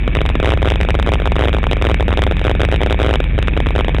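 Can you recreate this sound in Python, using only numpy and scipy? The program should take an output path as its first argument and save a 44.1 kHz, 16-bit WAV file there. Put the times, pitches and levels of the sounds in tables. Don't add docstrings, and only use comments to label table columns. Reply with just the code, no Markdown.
import sys
import numpy as np
from scipy import signal
from scipy.fft import rfft, irfft
from scipy.io import wavfile

SR = 44100
rng = np.random.default_rng(int(sys.argv[2]) if len(sys.argv) > 2 else 0)


def master(y):
    cut = np.clip(np.atleast_2d(y).T, -1, 1)
    pcm = np.round(cut * 32767)
    wavfile.write(sys.argv[1], SR, pcm.astype(np.int16))


N = 176400
T = np.arange(N) / SR
INPUT_RATE_HZ = 8000


def from_db(db):
    return 10 ** (np.asarray(db) / 20)


def rms_one(x):
    return x / np.sqrt(np.mean(x ** 2) + 1e-20)


def drift(rate_hz):
    step, settling = 40, 2000
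    pole = np.exp(-2 * np.pi * step * rate_hz / SR)
    white = rng.standard_normal(N // step + settling + 2)
    slow = signal.lfilter([1], [1, -2 * pole, pole * pole], white)[settling:]
    return np.interp(np.arange(N) / step, np.arange(len(slow)), rms_one(slow))


def band_noise(low_hz, high_hz, order=2):
    bandpass = signal.butter(order, [low_hz, high_hz], "band", fs=SR, output="sos")
    return rms_one(signal.sosfilt(bandpass, rng.standard_normal(N + SR))[SR:])


def coloured_noise(spectrum):
    hz, db = np.transpose(spectrum)
    bins_hz = np.maximum(np.arange(N // 2 + 1) * SR / N, 1)
    gain = from_db(np.interp(np.log(bins_hz), np.log(hz), db)) * (bins_hz < INPUT_RATE_HZ / 2)
    return rms_one(irfft(rfft(rng.standard_normal(N)) * gain, N))


def whine(pitch_hz=2274, wander_hz=3, level_db=-34):
    hz = pitch_hz + wander_hz * drift(rate_hz=6)
    return from_db(level_db) * np.sin(2 * np.pi * np.cumsum(hz) / SR)


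# frequency_hz, relative_density_db
CLATTER_SPECTRUM = [(150, 8), (300, 10), (500, -5), (900, -5), (1300, -5), (1800, -3.5), (2400, 0.5),
                    (3000, -7), (3900, -6)]
# pitch_hz, bandwidth_hz, level_db
METAL_RESONANCES = [(501.2, 20, -42.5), (1760, 55, -41.5), (2300, 120, -42), (2503, 55, -38.5)]


def valve_gear(turns, clatter_db=-30.5, swing_db=1.0):
    ringing = sum(from_db(db) * band_noise(hz - width / 2, hz + width / 2, order=1)
                  for hz, width, db in METAL_RESONANCES)
    clatter = from_db(clatter_db) * coloured_noise(CLATTER_SPECTRUM)
    return (clatter + ringing) * from_db(swing_db * np.cos(2 * np.pi * 2 * turns))


# time_s, speed_rpm
CRANK_SPEED = [(0.0, 1305), (0.3, 1300), (0.6, 1319), (0.85, 1290), (1.0, 1290), (1.25, 1324), (1.5, 1307),
               (1.75, 1306), (2.0, 1304), (2.3, 1298), (2.6, 1317), (2.9, 1305), (3.15, 1295), (3.4, 1290),
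               (3.7, 1283), (4.0, 1308)]


def crank(start_turns=.61):
    time_s, rpm = np.transpose(CRANK_SPEED)
    return start_turns + np.cumsum(np.interp(T, time_s, rpm)) / (60 * SR)


# start_s, length_s, strength_db
HARD_FIRING_RUNS = [(0.154, 0.034, -18.5), (0.201, 0.021, -22), (0.245, 0.026, -23.5),
                    (0.424, 0.089, -16.5), (0.515, 0.036, -16), (0.614, 0.079, -16), (0.699, 0.044, -20),
                    (0.803, 0.051, -21), (0.884, 0.032, -23), (0.943, 0.036, -21), (0.989, 0.035, -22.5),
                    (1.062, 0.042, -14), (1.106, 0.055, -19.5), (1.245, 0.047, -20.5), (1.38, 0.047, -15),
                    (1.422, 0.081, -14.5), (1.514, 0.08, -19), (1.628, 0.022, -25.5), (1.7, 0.036, -19.5),
                    (1.806, 0.14, -17), (1.995, 0.037, -20), (2.081, 0.037, -16.5), (2.164, 0.092, -17.5),
                    (2.259, 0.055, -21), (2.438, 0.047, -15), (2.493, 0.029, -15.5), (2.546, 0.025, -23),
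                    (2.592, 0.03, -15), (2.629, 0.032, -17.5), (2.677, 0.04, -20.5), (2.721, 0.042, -17.5),
                    (2.803, 0.077, -21), (2.894, 0.056, -18.5), (2.988, 0.17, -14), (3.338, 0.023, -37),
                    (3.376, 0.024, -19), (3.561, 0.033, -24), (3.664, 0.022, -21.5), (3.742, 0.039, -17),
                    (3.786, 0.028, -19.5), (3.939, 0.075, -21.5)]


def surging(full_db=-15, edge_s=.006, db_scale=.4):
    surge = np.zeros(N)
    for start_s, length_s, strength_db in HARD_FIRING_RUNS:
        inside_s = np.minimum(T - start_s, start_s + length_s - T)
        gate = np.clip(.5 + inside_s / edge_s, 0, 1)
        surge = np.maximum(surge, from_db(db_scale * (strength_db - full_db)) * gate)
    return surge


# peak_s, strength_db
SHARP_FIRINGS = [(0.0802, -5), (0.1695, -1), (0.2155, -4), (0.3077, -9), (0.3536, -4.5), (0.401, -5.5),
                 (0.5725, -8), (0.7563, -9), (0.9548, -3), (1.1977, -7), (1.22, -4), (1.3233, -5.5),
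                 (1.3637, -4), (1.631, -8), (1.7683, -9), (2.1283, 3), (2.3237, -11), (2.367, -13),
                 (2.411, -14), (2.7773, -11), (3.2023, -4.5), (3.347, -15), (3.481, -7.5), (3.5351, -4.5),
                 (3.6051, -3.5), (3.6691, 0.5), (3.7077, -8.5), (3.8444, -7), (3.9464, 0)]


def knocking(full_db=-6, sigma_s=.003):
    return sum(min(from_db(strength_db - full_db), 2) * np.exp(-.5 * ((T - peak_s) / sigma_s) ** 2)
               for peak_s, strength_db in SHARP_FIRINGS)


# multiple_of_crank_speed, level_db, surge_boost_db
EXHAUST_HARMONICS = [(2, -6, 3), (3, -11, 11.5)]


def exhaust(turns, surge, uneven_db=.5, overtone_db=-23, overtone_surge_db=9, lag_s=.0038,
            rumble_db=-20.5):
    throb = np.zeros(N)
    for multiple, level_db, boost_db in EXHAUST_HARMONICS:
        amplitude = from_db(level_db + boost_db * surge + uneven_db * drift(rate_hz=14))
        throb -= amplitude * np.cos(2 * np.pi * multiple * turns)
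    firings = 2 * np.interp(T - lag_s, T, turns)
    overtone = -from_db(overtone_db + overtone_surge_db * surge) * np.cos(2 * np.pi * 2 * firings)
    rumble = from_db(rumble_db) * band_noise(low_hz=54.8, high_hz=169.85)
    return throb + overtone + rumble


def scene(surge_per_knock=.45, throb_lift_db=6.5, clatter_lift_db=7):
    turns, knock = crank(), knocking()
    surge = np.maximum(surging(), surge_per_knock * knock)
    throb = exhaust(turns, surge) * from_db(throb_lift_db * knock)
    clatter = valve_gear(turns) * from_db(clatter_lift_db * knock)
    return (throb + clatter + whine())[None]


def record(dry, input_limit=.46, overflow_limit=.5, output_limit=.505, bass_cut_hz=70, cutoff_hz=16000):
    clipped = np.clip(dry, -input_limit, input_limit)
    narrow = signal.resample_poly(clipped, INPUT_RATE_HZ, SR, axis=1)
    thinned = signal.lfilter(*signal.butter(1, bass_cut_hz, "high", fs=INPUT_RATE_HZ), narrow)
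    wrapped = np.where(thinned > overflow_limit, .02, thinned)
    wrapped = np.where(thinned < -overflow_limit, .3, wrapped)
    upsampling = 441
    kernel = signal.firwin(upsampling * 48 + 1, .97 / upsampling, window=("kaiser", 7))
    smooth = signal.resample_poly(wrapped, SR, INPUT_RATE_HZ, axis=1, window=kernel)[:, :N]
    lowpass = signal.ellip(10, .1, 70, cutoff_hz, fs=SR, output="sos")
    return signal.sosfilt(lowpass, np.clip(smooth, -output_limit, output_limit))


dry = scene()
out = record(dry)
master(out)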